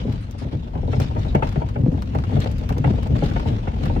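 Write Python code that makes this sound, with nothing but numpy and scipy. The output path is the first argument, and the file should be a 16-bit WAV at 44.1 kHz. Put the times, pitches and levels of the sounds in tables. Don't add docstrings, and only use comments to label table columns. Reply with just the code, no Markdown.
import sys
import numpy as np
from scipy import signal
from scipy.fft import rfft, irfft, next_fast_len
from scipy.io import wavfile
from scipy.ndimage import uniform_filter1d

SR = 44100
rng = np.random.default_rng(int(sys.argv[2]) if len(sys.argv) > 2 else 0)


def master_out(mix):
    frames = np.transpose(np.atleast_2d(mix))
    ceiling = np.clip(frames, -1, 1)
    pcm = np.round(ceiling * 32767).astype(np.int16)
    wavfile.write(sys.argv[1], SR, pcm)


N = 176400

# start in seconds, then wood, thud and crack levels in dB.
PLANK_SLAPS = [(0.076, -28, -20, -56), (0.414, -31, -23, -63), (0.522, -36, -19.5, -62),
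               (0.752, -28, -21, -49), (0.829, -31, -20.5, -62), (0.875, -27, -19.5, -58),
               (0.929, -20, -21.5, -37.5), (0.997, -21, -16.5, -44), (1.16, -25.5, -19.5, -44.5),
               (1.347, -12.5, -16, -32), (1.422, -15.5, -20.5, -30), (1.556, -21.5, -17, -40.5),
               (1.614, -21, -23.5, -43.5), (1.756, -22.5, -23, -42), (2.147, -22, -17, -40.5),
               (2.321, -30, -18, -50), (2.362, -21.5, -19, -42.5), (2.456, -21.5, -20, -42.5),
               (2.701, -22.5, -17.5, -43.5), (2.764, -31.5, -18, -48.5), (2.84, -16.5, -13, -32),
               (2.872, -23, -15, -46), (2.978, -25.5, -35.5, -49.5), (3.151, -24.5, -19.5, -45),
               (3.22, -16.5, -18, -42), (3.31, -28.5, -40, -41.5), (3.359, -21.5, -28, -35.5),
               (3.454, -24.5, -18.5, -52), (3.671, -23, -24.5, -39), (3.806, -28.5, -29.5, -59),
               (3.858, -28, -22.5, -41.5), (3.895, -21.5, -22, -48), (3.959, -23.5, -21, -42.5)]
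# start in seconds, level in dB.
WHEEL_THUMPS = [(0.047, -20.5), (0.448, -21.5), (0.885, -19.5), (0.962, -17), (1.785, -17), (1.915, -16),
                (2.176, -25), (2.339, -19.5), (2.371, -16), (2.781, -21.5), (2.932, -18.5), (3.096, -16.5),
                (3.118, -15.5), (3.478, -21.5), (3.504, -20), (3.828, -19)]
# start in seconds, tick level in dB, tap level in dB.
TRIM_TICKS = [(0.1256, -47, -57), (0.3103, -40.5, -57), (1.0006, -29.5, -32.5), (1.3512, -36, -41.5),
              (1.4703, -51, -35.5), (1.491, -40, -41.5), (1.525, -46, -39.5), (1.6876, -53, -38.5),
              (2.0214, -38, -36), (2.15, -47, -37.5), (2.186, -61, -35), (2.238, -57, -34),
              (2.4033, -33.5, -61), (2.515, -41, -54), (2.582, -39.5, -68), (2.6907, -35, -32),
              (2.7236, -47, -36), (2.781, -37.5, -38.5), (3.03, -40.5, -38), (3.0716, -47, -40),
              (3.3963, -70, -32), (3.8564, -42, -36)]
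# start in seconds, pitch in Hz, level in dB.
BEARER_KNOCKS = [(1.35, 193, -16), (1.836, 125, -11), (1.863, 263, -19), (1.882, 160, -12.5),
                 (2.859, 141, -15), (2.906, 202, -15), (3.23, 160, -21)]
METAL_JINGLES = [(0.205, 8900, -67.5), (0.381, 8700, -63), (0.382, 5080, -57), (0.62, 3470, -59),
                 (0.871, 3770, -58), (0.95, 5140, -57), (1.025, 5270, -54), (1.281, 3730, -50.5),
                 (1.925, 5900, -69)]
# start in seconds, level in dB, seconds for the crunch to fade by 30 dB.
GRIT_PATCHES = [(0.082, -50, 1), (0.378, -53.5, 0.34), (0.511, -53, 0.074), (0.893, -49, 0.79),
                (1.006, -38, 0.042), (1.168, -49, 0.23), (1.416, -46.5, 0.45), (2.319, -46.5, 0.28),
                (2.399, -45.5, 0.31), (2.851, -47, 0.27), (3.147, -44.5, 0.22), (3.223, -46.5, 0.92),
                (3.456, -45, 0.14), (3.816, -43, 0.17)]
# time in seconds, rumble level in dB, tyre hiss level in dB.
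ROLLING_LEVELS = [(0, -24.5, -41.5), (.3, -31, -68.5), (0.701, -28, -53), (1.3, -22, -48), (1.7, -26, -52),
                  (2.3, -22.5, -46.5), (2.8, -24.5, -47.5), (3.299, -19.5, -44), (3.678, -26.5, -47),
                  (4, -18, -45.5)]
# frequency in Hz, width in Hz, gain in dB.
PLANK_MODES = [(315, 75, -0.5), (464.4, 74, 2), (611, 47.5, 3), (756, 118, -3), (899, 50, -2.5)]
DECK_MODES = [(1428, 230, -3.5), (2064, 220, 1), (2270, 51, 4), (2800, 170, 1.5)]
BODY_MODES = [(75, 21.6, -3.5), (103.4, 33.2, 0), (132, 41, 2.5), (187.2, 87.5, -0.5), (214, 71.6, 0),
              (293, 50.6, -8), (407, 230, -17)]
# frequency in Hz, gain in dB.
CRACK_SPECTRUM = [(300, -19.5), (900, 3.5), (2500, -2), (3200, -6), (4500, -28), (9000, -31.5),
                  (16000, -56)]
TICK_SPECTRUM = [(300, -25), (1200, -21.5), (5200, 4.5), (6150, 2.5), (9500, -10.5), (12500, -3.5),
                 (16000, -10)]
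TAP_SPECTRUM = [(200, -46), (800, 7), (5000, -15.5), (12000, -32.5)]
GRIT_SPECTRUM = [(300, -27.5), (1200, 1), (3700, -2), (6500, -15), (8500, -21), (16000, -22.5)]
RUMBLE_SPECTRUM = [(20, -26), (38, -1), (105, -2.5), (160, -11), (240, -12), (350, -25.5), (4000, -73.5)]
HISS_SPECTRUM = [(150, -20.5), (500, 20.5), (800, 2), (1200, 1), (2800, 3), (4200, -4.5), (6300, -11.5),
                 (8500, -24), (16000, -51.5)]
# frequency in Hz, gain of the side channel in dB.
SIDE_GAIN = [(130, -21.5), (250, -6.5), (500, -3.5), (950, 7), (2000, 0.5)]
# frequency in Hz, left over right in dB.
LEFT_LEAN = [(120, 2.44), (400, 3.9), (1000, 1.9), (4000, 0.45)]

THUD_DB, WOOD_DB, CRACK_DB, THUMP_DB, TICK_DB, TAP_DB = -1.5, -9.5, -2, -0.5, -9.5, -5.5
RUMBLE_DB, HISS_DB = 0, -1
STRIKE_DB, STRIKE_S = 7.5, 0.00024
PLANK_DETUNE = 0.061
TILT_DB_PER_OCTAVE, USUAL_SLAP_DB = 0.13, -29
KNOCK_CYCLES = 10
REBOUND_S, REBOUND_LOSS_DB = 0.0046, 8
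JINGLE_RISE_S, JINGLE_T60_S, GRIT_RISE_S = 0.0046, 0.16, 0.02
RATTLES_PER_S, RATTLE_DB, RATTLE_SPREAD_DB = 20, -43.5, 4
FLICKER_DB, FLICKER_FULL_HZ = 2.6, 3200
CRUMBLE_DB, CRUMBLES_PER_S = 2.2, 190
TOP_HZ = 15900


def planks():
    s, wood_db, thud_db, crack_db = np.array(PLANK_SLAPS).T
    thump_s, thump_db = np.array(WHEEL_THUMPS).T
    slaps = thud(s, thud_db + THUD_DB) + wood(s, wood_db + WOOD_DB) + crack(s, crack_db + CRACK_DB)
    return slaps + thud(thump_s, thump_db + THUMP_DB)


def thud(times, db):
    blows = contact(len(times), rise_s=0.0012, hold_s=0.0056, t60=0.1, tail_db=-2.5, tail_t60=0.28)
    force = colour(blows, [(20, -20), (60, 2.5), (260, -6), (500, -8.0), (1500, -33.5)])
    return play(times, db, ring(force, BODY_MODES), 0.029)


def wood(times, db):
    blows = contact(len(times), rise_s=.001, hold_s=.004, t60=.05, tail_db=-9, tail_t60=.28)
    force = colour(blows, [(100, -17.5), (300, -2.0), (1000, -1.5), (1400, -6), (4000, -33.5)])
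    stretches = np.exp(PLANK_DETUNE * rng.standard_normal(len(times)))
    sounds = []
    for push, loud, stretch in zip(force, db, stretches):
        tilt = TILT_DB_PER_OCTAVE * (loud - USUAL_SLAP_DB)
        modes = [(hz, bw, gain + tilt * np.log2(hz / PLANK_MODES[0][0])) for hz, bw, gain in PLANK_MODES]
        sounds.append(ring(push, modes, stretch))
    return play(times, db, sounds, 0.024)


def crack(times, db):
    blows = contact(len(times), rise_s=.0007, hold_s=.007, t60=.05, tail_db=-16, tail_t60=.26)
    force = colour(blows, CRACK_SPECTRUM)
    stretches = np.exp(PLANK_DETUNE * rng.standard_normal(len(times)))
    clacks = [push + undb(7.5) * ring(push, DECK_MODES, k) for push, k in zip(force, stretches)]
    return play(times, db, clacks, 0.018)


def bearers():
    s, hz, db = np.array(BEARER_KNOCKS).T
    t = np.arange(N // 16) / SR
    swing = lambda cycles: (np.sin(2 * np.pi * cycles) * np.minimum(2 * cycles, 1)
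                            * undb(-60 * cycles / KNOCK_CYCLES))
    knocks = np.array([swing(f * t) + undb(-6.5) * swing(1.717 * f * t) for f in hz])
    return play(s, db, knocks[:, None], 0.014) * np.array([[1], [-.5]])


def trim():
    s, tick_db, tap_db = np.array(TRIM_TICKS).T
    out = tap(s, tap_db + TAP_DB)
    for bounce in range(3):
        blows = contact(len(s), rise_s=.0003, hold_s=.0012, t60=.014, tail_db=-17, tail_t60=.08)
        snaps = colour(blows, TICK_SPECTRUM)
        pitches_hz = rng.uniform(4000, 14000, (len(s), 2))
        ticks = [x + ring(x, [(hz, 250, 8) for hz in pair]) for x, pair in zip(snaps, pitches_hz)]
        out += play(s, tick_db + TICK_DB - bounce * REBOUND_LOSS_DB, ticks, 0.004)
        s = s + REBOUND_S * (.5 + rng.random(len(s)))
    return out


def tap(times, db):
    blows = contact(len(times), rise_s=0.0003, hold_s=0.00056, t60=0.047, tail_db=-14, tail_t60=0.16)
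    return play(times, db, colour(blows, TAP_SPECTRUM), 0.011)


def jingles():
    s, hz, db = np.array(METAL_JINGLES).T
    t = np.arange(N // 16) / SR
    envelope = np.minimum(t / JINGLE_RISE_S, 1) * undb(-60 * t / JINGLE_T60_S)
    shakes = rng.standard_normal((len(s), 2, len(t))) ** 3 * envelope
    sounds = []
    for shake, f in zip(shakes, hz):
        broad = (f, f / 2, 0)
        sounds.append(ring(ring(shake, [broad]), [broad, (f * .93, 40, 11), (f * 1.02, 30, 16)]))
    return play(s, db, sounds, 0.031)


def groan(start_s=1.83, length_s=.10, hz=503, db=-39):
    count = int(length_s * SR)
    pitch = hz * (1 + 0.017 * wander(70)[:count])
    tone = np.sin(2 * np.pi * (np.cumsum(pitch) / SR + rng.random((2, 1))))
    return play([start_s], [db], [tone * np.hanning(count)], length_s)


def rattles(effort):
    when, size = rng.random((int(RATTLES_PER_S * N / SR), 2)).T
    s, db = when * N / SR, RATTLE_DB + RATTLE_SPREAD_DB * (2 * size - 1)
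    return (wood(s, db) + tap(s, db - 10)) * effort


def grit():
    t = np.arange(N) / SR
    load = np.zeros(N)
    for s, db, t30 in GRIT_PATCHES:
        rise = np.clip((t - s) / GRIT_RISE_S, 0, 1)
        load += rise * undb(db - 30 * np.maximum(t - s - GRIT_RISE_S, 0) / t30)
    grains = rng.standard_normal((2, N)) * undb(2.7 * rng.exponential(size=N))
    crunch = level(colour(grains, GRIT_SPECTRUM), 0, N / SR)
    finest = signal.sosfiltfilt(signal.butter(2, 9000, "high", fs=SR, output="sos"), crunch)
    return (crunch - finest * (1 - load / load.max())) * load


def flicker(x):
    hz, _, bands = signal.stft(x, SR, nperseg=1024)
    chance = rng.standard_normal(bands.shape[1:])
    field = uniform_filter1d(uniform_filter1d(chance, 7, axis=0), 4, axis=1)
    depth_db = FLICKER_DB * np.minimum(hz / FLICKER_FULL_HZ, 1)[:, None] ** 2
    return signal.istft(bands * undb(depth_db * field / field.std()), SR)[1][:, :N]


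def rolling(spectrum, db):
    return level(colour(rng.standard_normal((2, N)), spectrum), 0, N / SR) * undb(db)


def contact(count, rise_s, hold_s, t60, tail_db, tail_t60):
    t = np.arange(8192) / SR
    strike = undb(STRIKE_DB) * np.exp(-t / STRIKE_S)
    chatter = undb(-60 * np.maximum(t - hold_s, 0) / t60)
    tail = undb(tail_db - 60 * t / tail_t60)
    return rng.standard_normal((count, 2, len(t))) * np.minimum(t / rise_s, 1) * (strike + chatter + tail)


def ring(x, modes, stretch=1):
    return sum((-1) ** k * undb(db) * signal.lfilter(*signal.iirpeak(hz * stretch, hz / width, SR), x)
               for k, (hz, width, db) in enumerate(modes))


def colour(x, points):
    size = next_fast_len(x.shape[-1] + 1024, real=True) // 2 * 2
    hz, db = np.array(points, float).T
    curve_db = np.interp(np.log(np.arange(size // 2 + 1) * SR / size + 1), np.log(hz), db)
    cepstrum = irfft(np.log(undb(curve_db)))
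    cepstrum[1:size // 2] *= 2
    cepstrum[size // 2 + 1:] = 0
    return irfft(rfft(x, size) * np.exp(rfft(cepstrum)))[..., :x.shape[-1]]


def wander(per_s):
    k = int(SR / per_s)
    steps = np.repeat(rng.standard_normal(N // k + 1), k)
    curve = uniform_filter1d(uniform_filter1d(steps, k), k)[:N]
    return curve / curve.std()


def play(times, db, sounds, over_s):
    out = np.zeros((2, N))
    for s, loud, x in zip(times, db, sounds):
        i = int(np.clip(s * SR, 0, N - 1))
        out[:, i:i + x.shape[-1]] += level(x, loud, over_s)[:, :N - i]
    return out


def level(x, db, over_s):
    return x * undb(db) * np.sqrt(over_s * SR / np.sum(x ** 2, axis=-1, keepdims=True))


def undb(db):
    return 10 ** (np.asarray(db) / 20)


def scene():
    t = np.arange(N) / SR
    roll = np.array(ROLLING_LEVELS)
    rumble_db, hiss_db = (np.interp(t, roll[:, 0], roll[:, k]) for k in (1, 2))
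    rumble = rolling(RUMBLE_SPECTRUM, rumble_db + RUMBLE_DB)
    hiss = rolling(HISS_SPECTRUM, hiss_db + HISS_DB)
    tyres = flicker(hiss + grit()) * undb(CRUMBLE_DB * wander(CRUMBLES_PER_S))
    effort = undb(rumble_db - rumble_db.mean())
    mid, side = planks() + bearers() + trim() + jingles() + groan() + rattles(effort) + tyres + rumble
    side = colour(side, SIDE_GAIN)
    return np.array([colour(mid + way * side, [(hz, way * db / 2) for hz, db in LEFT_LEAN])
                     for way in (1, -1)])


def record(dry):
    lowpass = signal.ellip(8, .2, 70, TOP_HZ, fs=SR, output="sos")
    return signal.sosfilt(lowpass, np.clip(dry, -1, 1))


dry = scene()
out = record(dry)
master_out(out)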